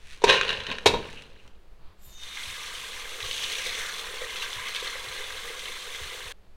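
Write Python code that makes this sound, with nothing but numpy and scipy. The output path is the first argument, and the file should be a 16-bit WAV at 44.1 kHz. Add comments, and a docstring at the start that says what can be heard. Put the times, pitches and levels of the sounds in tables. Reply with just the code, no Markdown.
"""Over a low, slow air rumble, wet lentils slide in a steel colander, which knocks twice on a cooking pot.
The lentils patter and drum into the pot: filtered noise impacts, short rings and decaying steel modes.
A tap opens with hiss and a thin whistle: moving noise bands and a phase-wobbled sine.
Its aerated jet fizzes, spatters and gurgles on the lentils, built from ring clouds and noise, then stops
abruptly. A small kitchen, heard close, adds a short decaying noise reverberation."""
import sys
import numpy as np
from scipy import signal
from scipy.fft import rfft, irfft, next_fast_len
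from scipy.io import wavfile
from scipy.ndimage import map_coordinates

SR = 44100
rng = np.random.default_rng(int(sys.argv[2]) if len(sys.argv) > 2 else 0)


def dump(signal):
    """Clip the signal to [-1, 1] and save it as 16-bit WAV at the path in sys.argv[1]."""
    limited = np.clip(np.atleast_2d(signal).T, -1, 1)
    pcm = np.round(limited * 32767).astype(np.int16)
    wavfile.write(sys.argv[1], SR, pcm)


N = 289296
T = np.arange(N) / SR
T_HALF_S = T[:SR // 2]
TOP_HZ = 15850
# Table levels are relative: layer trims follow, and colour() normalizes each spectrum.


def amp(db):
    """Decibels to gain."""
    return 10 ** (np.asarray(db) / 20)


def unit(x):
    """Scale to rms 1."""
    return x / np.sqrt(np.mean(x ** 2) + 1e-20)


def along(points, hz):
    """Interpolate (frequency [Hz], value) points on a log frequency axis."""
    f, v = np.transpose(points)
    return np.interp(np.log(hz + 1), np.log(f + 1), v)


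def ramp(start_s, length_s):
    """Linear gain from 0 to 1."""
    return np.clip((T - start_s) / length_s, 0, 1)


def swells(rows):
    """Power sum of (time [s], level [dB], rise [s], fall [s]) swells; rise and fall each span 20 dB."""
    power = 0
    for s, db, rise_s, fall_s in rows:
        drop_db = 20 * np.maximum((s - T) / rise_s, (T - s) / fall_s)
        power = power + amp(db - drop_db) ** 2
    return np.sqrt(power)


def fade(t60_s, swell_s):
    """Half a second of rise and exponential decay."""
    return amp(-60 * T_HALF_S / t60_s) * (1 - np.exp(-(T_HALF_S / swell_s) ** 2))


def wobble(knots_per_s):
    """Smooth random curve."""
    return map_coordinates(rng.standard_normal(4096), [T * knots_per_s], mode="wrap")


def noise():
    """White noise of rms 1."""
    return rng.standard_normal(N)


def short_noise():
    """Half a second of white noise."""
    return rng.standard_normal(SR // 2)


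def tone(hz, climb_per_s=0):
    """Half a second of sine; a positive climb raises the pitch."""
    return np.sin(2 * np.pi * hz * T_HALF_S * (1 + climb_per_s * T_HALF_S))


def lowpass(x, hz):
    """Second-order low-pass."""
    return signal.sosfilt(signal.butter(2, hz, fs=SR, output="sos"), x)


def colour(x, spectrum, resonances=()):
    """Minimum-phase filter that keeps white-noise power: a spectrum lifted by ringing resonances."""
    size = 2 * next_fast_len(N // 2 + 8192)
    hz = np.fft.rfftfreq(size, 1 / SR)
    lift = 1
    for f, width_hz, db in resonances:
        lift = lift + (amp(2 * db) - 1) / (1 + (2 * (hz - f) / width_hz) ** 2)
    gain = unit(amp(along(spectrum, hz)) * np.sqrt(np.abs(lift)))
    cepstrum = irfft(np.log(np.maximum(gain, 1e-6)))
    # fold onto positive time: causal response
    cepstrum[1:size // 2] *= 2
    cepstrum[size // 2 + 1:] = 0
    return irfft(rfft(x, size) * np.exp(rfft(cepstrum)))[:N]


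def narrow(hz, width_hz):
    """Noise band of rms 1 whose centre may move."""
    slow = lowpass(noise() + 1j * noise(), width_hz / 2)
    carrier = np.exp(2j * np.pi * np.cumsum(hz + 0 * T) / SR)
    return unit((slow * carrier).real)


def impacts(rate, spread_db):
    """Single-sample blows at random moments, signs and sizes, rate per second, rms 1."""
    hit = rng.random(N) < rate / SR
    size = amp(spread_db * np.clip(noise(), -2, 2))
    return unit(hit * np.sign(noise()) * size)


def add(track, s, sound):
    """Mix a sound into the track at time s."""
    part = track[max(round(s * SR), 0):][:len(sound)]
    part += sound[:len(part)]


def bursts(rows):
    """Decaying noise crack per (time [s], level [dB], t60 [s]) row."""
    out = np.zeros(N)
    for s, db, t60_s in rows:
        add(out, s, amp(db) * fade(t60_s, 1e-4) * short_noise())
    return out


def grains(low_hz, high_hz, cycles, spread_db, rise, count):
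    """Cloud of tiny decaying rings, rms 1; with rise > 0 each climbs in pitch like a surfacing bubble."""
    when, pitch, size = rng.random((count, 3)).T[:, :, None]
    k = np.arange(400)
    turns = low_hz * (high_hz / low_hz) ** pitch * k / SR
    age = turns / cycles
    size_db = spread_db * np.minimum(-np.log(1 - size), 4)
    tilt_db = 20 * pitch * np.log10(high_hz / low_hz)
    ring = amp(size_db + tilt_db) * np.exp(-2 * age) * np.sin(2 * np.pi * turns * (1 + rise * age))
    return unit(np.bincount(((when * N).astype(int) + k).ravel(), ring.ravel(), N)[:N])


# slow air spectrum: (frequency [Hz], density [dB])
AIR_SPECTRUM = [(13, 20), (22, 1), (55, 5.5), (80, -7), (110, -8), (300, -48.5)]
# room tone spectrum: (frequency [Hz], density [dB])
ROOM_SPECTRUM = [(120, -19.5), (400, -4.5), (800, -11.5), (1400, -14.5), (4400, -22), (5300, -28),
                 (15800, -38)]


def air_and_room():
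    """Slow air on the microphone as fluctuating low noise, plus room tone and a faint low drone."""
    rumble = amp(-45.5 + 1.2 * wobble(26)) * colour(noise(), AIR_SPECTRUM)
    room = amp(-64) * colour(noise(), ROOM_SPECTRUM)
    drone = amp(-71) * narrow(189, width_hz=22)
    return rumble + room + drone


# lentils sliding in the tilted colander: (peak time [s], level [dB], rise [s], fall [s])
SLIDES = [(.135, -45, .18, .11), (.45, -45, .2, .55), (1.12, -49, .7, .28), (1.465, -60, .15, .04)]
# lentils skipping on the steel: (time [s], level [dB])
SKIPS = [(.0705, -44), (1.221, -38), (1.477, -46)]
# sliding spectrum: (frequency [Hz], density [dB])
RUSTLE_SPECTRUM = [(700, -21.5), (1500, -2), (2600, 0.5), (4000, -3), (5000, -10), (6200, -7.5),
                   (7200, -13.5), (9500, -14.5), (12000, -27), (15800, -31)]


def sliding_lentils():
    """Lentils rub and skip over perforated steel: dense impacts, noise and short cracks."""
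    sliding = swells(SLIDES) * (impacts(rate=1100, spread_db=4) + .3 * noise())
    skips = bursts([(s, db, 0.025) for s, db in SKIPS])
    return colour(amp(-2.5) * (sliding + skips), RUSTLE_SPECTRUM)


# colander on pot: (time [s], level [dB], swell [s], rattle t60 [s], rattle level [dB],
# high-mode level [dB], contact brightness [Hz])
KNOCKS = [(0.2184, -39, 0.001, 0.09, -6, -15, 9000), (0.238, -7, 0.0031, .05, -11.5, -22, 10000),
          (0.8572, -13.5, .004, 0.088, -1.5, -4, 12000), (.931, -34, .007, .14, -4, 0, 5000)]
# colander and pot modes: (frequency [Hz], level [dB], t60 before grip scaling [s])
STEEL_MODES = [(400, -6, .07), (450, -2, .065), (550, -8, .06), (945, 1.5, .09), (1040, -11, .06),
               (1879, -19, .11), (2298, -13, .15), (2406, -12, .12), (2632, -12.5, .32), (3266, -9, .12),
               (3655, -12, .1), (3743, -9, .09), (3833, -10, .16), (3946, -14, .12), (4503, -17, .19),
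               (5862, -18, .08)]
# rim chatter spectrum: (frequency [Hz], density [dB])
RATTLE_SPECTRUM = [(80, -21), (300, -15), (449, -6), (747, -11), (952, -8), (1360, -19), (2450, -12),
                   (3010, -19), (3750, -9), (4950, -23), (6000, -20), (10000, -33), (15800, -44)]


def colander_knocks():
    """The rim chatters on the pot and both ring as decaying modes; each knock sets its high-mode level."""
    ring, chatter = np.zeros(N), np.zeros(N)
    for s, db, swell_s, t60_s, rattle_db, high_db, bright_hz in KNOCKS:
        grip = t60_s / 0.1  # a rim that stays pressed on damps rattle and ring alike
        for hz, mode_db, life_s in STEEL_MODES:
            high_share = np.clip(hz / 1500 - .27, 0, 1)
            level_db = db + mode_db + high_db * high_share + rng.normal(0, 1)
            mode = np.sin(2 * np.pi * (hz * T_HALF_S + rng.random()))
            add(ring, s, amp(level_db) * fade(life_s * grip, swell_s) * mode)
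        contacts = unit(impacts(rate=2500, spread_db=2) + .5 * noise())[:len(T_HALF_S)]
        contacts = lowpass(contacts, min(bright_hz, TOP_HZ))
        add(chatter, s, amp(db + rattle_db) * fade(t60_s, swell_s) * contacts)
    return amp(7) * ring + amp(9) * colour(chatter, RATTLE_SPECTRUM)


# batches falling into the pot:
# (peak time [s], patter level [dB], drumming level [dB], rise [s], fall [s])
BATCHES = [(.294, -16, -16.5, .037, .14), (.5, -31, -35.5, .2, .29), (.718, -32, -33, .08, .05),
           (1.04, -44.5, -41, .7, .38)]
# lentils that hit hard, alone or stuck together: (time [s], level [dB], t60 [s])
TICKS = [(.331, -14, .02), (.4118, -2, .011), (.4325, -13, .014), (.4492, -15, .012), (.48, -17, .03),
         (.4918, -12, .028), (.504, -9, .018), (.529, -16, .025), (.6025, -21, .03), (.636, -25, .02),
         (.666, -18.5, .04), (.7145, -15.5, .025), (.724, -19, .025), (.7526, -21, .012), (.784, -17, .022),
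         (1.055, -33, .03), (1.191, -38, .02), (1.361, -49, .04), (1.446, -46, .015)]
# patter spectrum: (frequency [Hz], density [dB])
PATTER_SPECTRUM = [(700, -25), (1250, -9), (1600, 0), (2200, -5), (2800, 1.5), (3250, -4.5), (4000, -2.5),
                   (4800, -17.5), (6200, -15.5), (7300, -26), (9500, -27.5), (12000, -37), (15000, -53)]
# pot wall resonances: (frequency [Hz], width [Hz], lift [dB])
WALL_MODES = [(1072, 20, 6), (1569, 16, 6), (1835, 16, 5.5), (2492, 12, 9), (2808, 20, 6), (3026, 14, 7),
              (3435, 16, 5), (3824, 14, 7), (3930, 14, 7)]


def lentils_on_wall():
    """Lentils strike the pot wall: one dense rush for the heap, dry ticks for the stragglers."""
    patter = swells([(s, db, rise_s, fall_s) for s, db, _, rise_s, fall_s in BATCHES])
    heap = np.clip(patter / amp(-23), 0, 1)
    rush = np.sqrt(heap) * amp(1.3 * wobble(130)) * impacts(rate=1700, spread_db=2.2)
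    single = grains(low_hz=1400, high_hz=5340, cycles=7, spread_db=4, rise=0, count=5000)
    stragglers = amp(-9.5) * patter * np.sqrt(1 - heap) * single
    ringing = colour(patter * rush + amp(-7.5) * bursts(TICKS), PATTER_SPECTRUM, WALL_MODES)
    wall = ringing + colour(stragglers, PATTER_SPECTRUM)
    return lowpass(wall, 10200)  # wet skins soften each contact


# soft clumps landing: (time [s], level [dB], t60 [s])
CLUMPS = [(0.264, -24.5, 0.11), (0.683, -34.5, 0.2), (.885, -27, 0.2), (.933, -23, 0.16),
          (1.039, -46.5, 0.52), (1.449, -51, 0.17)]
# dull landing spectrum: (frequency [Hz], density [dB])
THUD_SPECTRUM = [(40, 2), (120, 0), (200, -1), (310, -5), (450, 2.5), (720, -9.5), (1000, -6.5),
                 (1600, -18), (3000, -46)]
# pot base spectrum: (frequency [Hz], density [dB])
BASE_SPECTRUM = [(120, -21), (190, -12.5), (260, -32), (400, -4), (500, -1), (730, -18.5), (900, -10),
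                 (1050, -2.5), (1250, -25), (1800, -41), (15800, -56)]


def lentils_on_base():
    """Lentils drum on the bare base, then land dully as the growing pile covers it; wet clumps thud."""
    drumming = swells([(s, db, rise_s, fall_s) for s, _, db, rise_s, fall_s in BATCHES])
    bare = np.interp(T, [.4, 1], [1, 0])
    landing = amp(-3.5) * drumming * impacts(rate=900, spread_db=3.5)
    thuds = landing * np.sqrt(1 - bare)
    for s, db, t60_s in CLUMPS:
        add(thuds, s, amp(db) * fade(t60_s, 0.004) * short_noise())
    base = colour(landing * np.sqrt(bare), BASE_SPECTRUM, WALL_MODES)
    return base + colour(thuds, THUD_SPECTRUM)


# low thumps, a lentil clump landing or hands shifting the pot: (time [s], level [dB])
THUMPS = [(.58, -45), (.865, -36), (.94, -37), (1.79, -50), (1.87, -52), (2.06, -51), (2.47, -46),
          (3.22, -43), (4.56, -46), (5.07, -47), (6.012, -45.5), (6.25, -49)]
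# thump spectrum: (frequency [Hz], density [dB])
THUMP_SPECTRUM = [(30, -6.5), (55, 10), (125, 3), (190, -17), (320, -37.5), (1500, -42), (5000, -70)]
# hand rubbing on the pot: (peak time [s], level [dB], rise [s], fall [s])
BRUSHES = [(1.82, -63, .05, .9)]
# rubbing spectrum: (frequency [Hz], density [dB])
BRUSH_SPECTRUM = [(700, -5), (1050, 1), (1900, -9), (4700, -10), (5400, -26), (12000, -36)]


def thumps_and_hand_rub():
    """Low thumps on the pot are dull noise bursts; a hand rubbing it is unsteady noise."""
    thumps = amp(3) * colour(bursts([(s, db, 0.22) for s, db in THUMPS]), THUMP_SPECTRUM)
    rubbing = swells(BRUSHES) * amp(2.5 * wobble(45)) * noise()
    return thumps + colour(rubbing, BRUSH_SPECTRUM)


# colander rim rubbing briefly: (time [s], level [dB])
RIM_RUBS = [(1.176, -44.5), (1.4, -53.5)]
RUB_HZ, RUB_RISE_S, RUB_FALL_S = 2750, .035, .045


def rim_rubs():
    """The rubbing rim gives a soft ring: swelling narrow-band noise."""
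    level = swells([(s, db, RUB_RISE_S, RUB_FALL_S) for s, db in RIM_RUBS])
    return level * narrow(RUB_HZ, width_hz=550)


# tap swells: (peak time [s], level [dB], rise [s], fall [s])
VALVE_HISS = (2.19, -50.5, .3, .38)
AERATOR_SQUEAL = (2.06, -56, .09, .13)
PIPE_WHISTLE = (2.23, -48, .15, .62)
# aerator bands: (frequency [Hz], width [Hz], level [dB])
AERATOR_BANDS = [(11900, 70, -6), (12750, 160, -6.5), (13020, 100, -4), (14600, 110, -5)]
# weaker spout tones: (frequency [Hz], level [dB])
PIPE_SIDE_TONES = [(3010, -16), (4060, -16), (6100, -14)]
# first water through the mesh: (frequency [Hz], density [dB])
SPUTTER_SPECTRUM = [(1000, -4.5), (3000, 0), (5500, -1), (8500, -5.5), (11000, -17), (15000, -17.5)]
PIPE_HZ = 3665
CRACK_S, CRACK_RISE_S = 1.97, .06  # the valve cracks open
VALVE_START_HZ, VALVE_END_HZ, VALVE_MID_S, VALVE_GLIDE_S = 7550, 5870, 2.13, .09


def tap():
    """The valve hisses as it cracks open, falling in pitch while the spout fills and whistles."""
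    opening = ramp(CRACK_S, CRACK_RISE_S)
    filled = (1 + np.tanh((T - VALVE_MID_S) / VALVE_GLIDE_S)) / 2
    throat_hz = VALVE_START_HZ + (VALVE_END_HZ - VALVE_START_HZ) * filled
    throat = amp(-4 + 2 * wobble(80)) * narrow(throat_hz, width_hz=740)
    sputter = amp(-4 + 2 * wobble(60)) * colour(impacts(rate=2500, spread_db=4), SPUTTER_SPECTRUM)
    hiss = swells([VALVE_HISS]) * (throat + sputter)
    pipe = amp(2.5 * wobble(70)) * np.sin(2 * np.pi * PIPE_HZ * T + 1.5 * wobble(45))
    pipe += sum(amp(db) * narrow(hz, width_hz=60) for hz, db in PIPE_SIDE_TONES)
    whistle = amp(4) * swells([PIPE_WHISTLE]) * pipe
    aerator = sum(amp(db) * narrow(hz, width_hz) for hz, width_hz, db in AERATOR_BANDS)
    aerator = unit(aerator + narrow(11500, width_hz=6000))
    squeal = amp(0.5) * swells([AERATOR_SQUEAL]) * aerator
    return opening * (hiss + whistle + squeal)


ARRIVAL_S, ARRIVAL_RISE_S = 2.15, .09  # first water reaches the lentils
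FULL_FLOW_S, OPENING_DB_PER_S = 2.42, 38


def flow():
    """Gain of the stream reaching the pot, building to full strength."""
    opening_db = OPENING_DB_PER_S * np.minimum(T - FULL_FLOW_S, 0)
    return ramp(ARRIVAL_S, ARRIVAL_RISE_S) * amp(opening_db)


# jet churning as the pot moves under it: (time [s], level [dB])
JET_CHURN = [(2.4, -37.4), (3.12, -38.7), (3.4, -32.0), (3.85, -33.9), (4.05, -39.0), (4.6, -36.9),
             (5.3, -38.9), (5.9, -38.2), (6.3, -40.6)]
CALM_DB = -38.5  # jet on the middle of the heap


def churn():
    """Churning in dB relative to a calm jet."""
    return np.interp(T, *np.transpose(JET_CHURN)) - CALM_DB


# extra bubbling in shallow water by the wall: (peak time [s], level [dB], rise [s], fall [s])
SHALLOWS = (4.6, -43.5, 2.4, 2.0)
# bubbling spectrum: (frequency [Hz], density [dB])
BUBBLING_SPECTRUM = [(300, -37.5), (620, -4.5), (850, -8), (1100, 0.5), (1400, -3.5), (1700, -1.5),
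                     (2100, 1), (2600, -5.5), (3500, -4), (6000, -41)]
# air resonances in the open pot: (frequency [Hz], width [Hz], lift [dB])
CAVITY_MODES = [(1000, 70, 3), (1210, 25, 4), (1608, 54, 7.5), (2080, 130, 4), (3430, 220, 2.5)]
# calm-jet level, dB gained per dB of churning
BUBBLING_DB, BUBBLING_GROWS = -46.7, .1
BLIPS_DB, BLIPS_GROW = -49, .9
SURGE_BUBBLING_DB = -5.5


def bubbling_pool(stream, churn_db, surge):
    """The jet and its surges stir rings of climbing pitch; sparser, higher-pitched bubbles blip on top."""
    stirred = np.hypot(amp(BUBBLING_DB + BUBBLING_GROWS * churn_db), swells([SHALLOWS]))
    bubbling = np.hypot(stream * stirred, amp(SURGE_BUBBLING_DB) * surge)
    froth = grains(low_hz=811, high_hz=3988, cycles=12.7, spread_db=2.5, rise=0.014, count=6500)
    froth = froth + .9 * noise()
    sparse = grains(low_hz=1500, high_hz=4300, cycles=13, spread_db=2.2, rise=0.03, count=1100)
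    blips = stream * amp(BLIPS_DB + BLIPS_GROW * churn_db) * sparse
    return colour(amp(-6.4) * bubbling * froth, BUBBLING_SPECTRUM, CAVITY_MODES) + blips


# spatter spectrum: (frequency [Hz], density [dB])
SPATTER_SPECTRUM = [(1200, -33), (2100, -4.5), (2700, -2.5), (3500, 1), (4200, -2), (4900, -11), (6200, -7),
                    (7000, -20), (9500, -18), (15000, -29)]
SPATTER_DB, SPATTER_GROWS = -42.6, .9  # calm-jet level, dB gained per dB of churning


def spatter_level(stream, churn_db, surge):
    """Spatter gain from steady churning and surges."""
    return np.hypot(stream * amp(SPATTER_DB + SPATTER_GROWS * churn_db), surge)


def droplet_gusts(level):
    """The harder it spatters, the more unevenly the drops fly."""
    unrest = np.clip(level / amp(-41.5), 0, 1)
    return amp(unrest * (1.14 * wobble(45) + 1.8 * wobble(160)))


def spatter(level, gusts):
    """Gusts of drops strike as random impacts, noise and plinking rings, coloured by the pot's air."""
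    plinks = grains(low_hz=2200, high_hz=6420, cycles=29, spread_db=2.5, rise=0.05, count=1800)
    drops = gusts * (impacts(rate=4500, spread_db=4.0) + .55 * noise() + 0.36 * plinks)
    return colour(amp(-3.6) * level * drops, SPATTER_SPECTRUM, CAVITY_MODES)


# fine spray spectrum: (frequency [Hz], density [dB])
SPRAY_SPECTRUM = [(3000, -7.5), (5500, -4), (6300, -0.5), (7000, -2.5), (9000, -3), (11000, -9),
                  (13000, -13.5), (15800, -15.5)]
SPRAY_DB, SPRAY_GROWS = -50.5, .75  # calm-jet level, dB gained per dB of churning


def fine_spray(stream, churn_db, gusts):
    """Aerated spray fizzes as high, tiny rings over noise."""
    level = stream * amp(SPRAY_DB + SPRAY_GROWS * churn_db)
    fizz = grains(low_hz=3940, high_hz=14260, cycles=14, spread_db=-0.5, rise=.02, count=9000)
    fizz = fizz + 1.56 * noise()
    return colour(amp(-4.0) * level * fizz * np.sqrt(gusts), SPRAY_SPECTRUM)


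# drops flung on the wall: (time [s], level [dB], starting bubble pitch [Hz])
SPLATS = [(2.2347, -23, 3670), (3.2041, -23, 2630), (3.312, -17, 2900), (3.3185, -17, 3300),
          (3.33, -17, 3540), (3.379, -21, 3480), (3.4621, -20, 2680), (3.5535, -18, 2290),
          (3.6606, -20, 2010), (3.6934, -21, 3810), (3.8951, -21, 1600), (3.9819, -21, 3430),
          (3.9934, -21, 3470), (4.3586, -21, 2490), (4.4222, -19, 2690), (4.5302, -20, 3400),
          (4.7485, -19, 3080), (4.7632, -16.5, 3580), (4.8588, -21, 3560), (5.2404, -23, 3500),
          (5.5931, -23, 3150), (5.6559, -21, 3100)]
SPLAT_RING_DB, SPLAT_RING_S, SPLAT_CLIMB_PER_S = -4, .016, 4


def splashes():
    """Each flung drop cracks, rings a trapped bubble of climbing pitch and scatters a brief shower."""
    rings = np.zeros(N)
    for s, db, hz in SPLATS:
        bubble = fade(SPLAT_RING_S, 0.0004) * tone(hz, SPLAT_CLIMB_PER_S)
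        add(rings, s, amp(db + SPLAT_RING_DB) * bubble)
    cracks = amp(-9) * bursts([(s, db, .008) for s, db, _ in SPLATS])
    shower = amp(-17) * bursts([(s, db, .06) for s, db, _ in SPLATS])
    shower *= impacts(rate=2000, spread_db=2)
    return rings + colour(cracks + shower, SPATTER_SPECTRUM, CAVITY_MODES)


# jet digging a pocket by the wall: (time [s], level [dB], centre frequency [Hz])
POCKET = [(3.251, -42, 3200), (3.348, -39.5, 3278), (3.57, -43, 2600), (3.751, -42, 1950), (3.9, -40, 1650),
          (4.0, -62, 1395)]
POCKET_SPRAY_HZ, POCKET_SPRAY_DB = 6150, -7.5


def wall_pocket(gusts):
    """The jet churns in a pocket as a moving noise band and throws out bright spray."""
    s, db, hz = np.transpose(POCKET)
    away_db = 600 * np.abs(T - np.clip(T, s[0], s[-1]))  # fast fade outside the table
    level = amp(np.interp(T, s, db) - away_db)
    churning = narrow(np.interp(T, s, hz), width_hz=780)
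    spray = amp(POCKET_SPRAY_DB) * narrow(POCKET_SPRAY_HZ, width_hz=1100)
    return level * gusts * (churning + spray)


# jet catching the heap and spattering harder: (time [s], level [dB])
SURGES = [(2.372, -38), (3.99, -42), (4.37, -37), (4.428, -33.5), (4.68, -38), (4.76, -35.5), (4.87, -33.5),
          (5.16, -40), (5.94, -40)]
SURGE_RISE_S, SURGE_FALL_S = .028, .065


def water():
    """The jet breaks into bubbles, gusts of droplets and fine spray in the hollow pot."""
    stream, churn_db = flow(), churn()
    surge = swells([(s, db, SURGE_RISE_S, SURGE_FALL_S) for s, db in SURGES])
    level = spatter_level(stream, churn_db, surge)
    gusts = droplet_gusts(level)
    pool = bubbling_pool(stream, churn_db, surge)
    drops = spatter(level, gusts) + fine_spray(stream, churn_db, gusts)
    return pool + drops + splashes() + wall_pocket(gusts)


# big bubbles: (time [s], level [dB], starting pitch [Hz])
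GLUGS = [(3.663, -33.5, 486), (4.137, -36, 466), (4.217, -27.5, 510), (4.824, -30, 468), (4.952, -37, 536),
         (5.501, -38, 437)]
# lowest air resonance of the pot: (frequency [Hz], density [dB])
HOLLOW_SPECTRUM = [(200, -37.5), (300, -24), (380, -7.5), (425, 0.5), (470, 3.5), (540, -1.5), (600, -11.5),
                   (780, -11.5), (1100, -27.5)]
GURGLE_DB, POOL_FILL_S = -53.3, 1.0  # before trim; grows as a pool gathers


def gurgle():
    """Trapped air pulses under the jet and booms in the pot; big bubbles ring with climbing pitch."""
    level = amp(GURGLE_DB) * ramp(ARRIVAL_S, POOL_FILL_S)
    pulses = impacts(rate=240, spread_db=5.5) + .5 * noise()
    out = colour(amp(1.5) * level * pulses, HOLLOW_SPECTRUM)
    for s, db, hz in GLUGS:
        add(out, s, amp(db + 7) * fade(0.036, 0.0029) * tone(hz, climb_per_s=0.27))
    return out


# reverberation: (frequency [Hz], t60 [s])
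KITCHEN_DECAY = [(200, .5), (1000, .36), (4000, .34), (12000, .25)]


def kitchen(x):
    """The tiled room answers with noise after 5 ms, decaying at a rate set by frequency."""
    hz, t, z = signal.stft(short_noise(), SR, nperseg=256)
    decay = amp(-60 * t / along(KITCHEN_DECAY, hz)[:, None])
    tail = signal.istft(z * decay, SR, nperseg=256)[1]
    response = np.r_[np.zeros(SR // 200), tail / np.linalg.norm(tail)]
    return signal.fftconvolve(x, response)[:N]


STOP_S = 6.324


def scene():
    """First the lentils, then the water; the water and its reverberation stop abruptly."""
    tipping = sliding_lentils() + colander_knocks() + lentils_on_wall() + lentils_on_base() + rim_rubs()
    tipping = tipping + amp(-10) * kitchen(tipping)
    filling = tap() + water() + gurgle()
    filling = filling + amp(-9) * kitchen(filling)
    running = np.clip((STOP_S - T) * 1000, 0, 1)  # 1 ms closing ramp
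    return (air_and_room() + tipping + thumps_and_hand_rub() + running * filling)[None]


def record(dry):
    """Clip to full scale, then remove everything from TOP_HZ up."""
    size = next_fast_len(N + 8192)
    passband = np.fft.rfftfreq(size, 1 / SR) < TOP_HZ
    return irfft(rfft(np.clip(dry, -1, 1), size) * passband, size)[:, :N]


dry = scene()
out = record(dry)
dump(out)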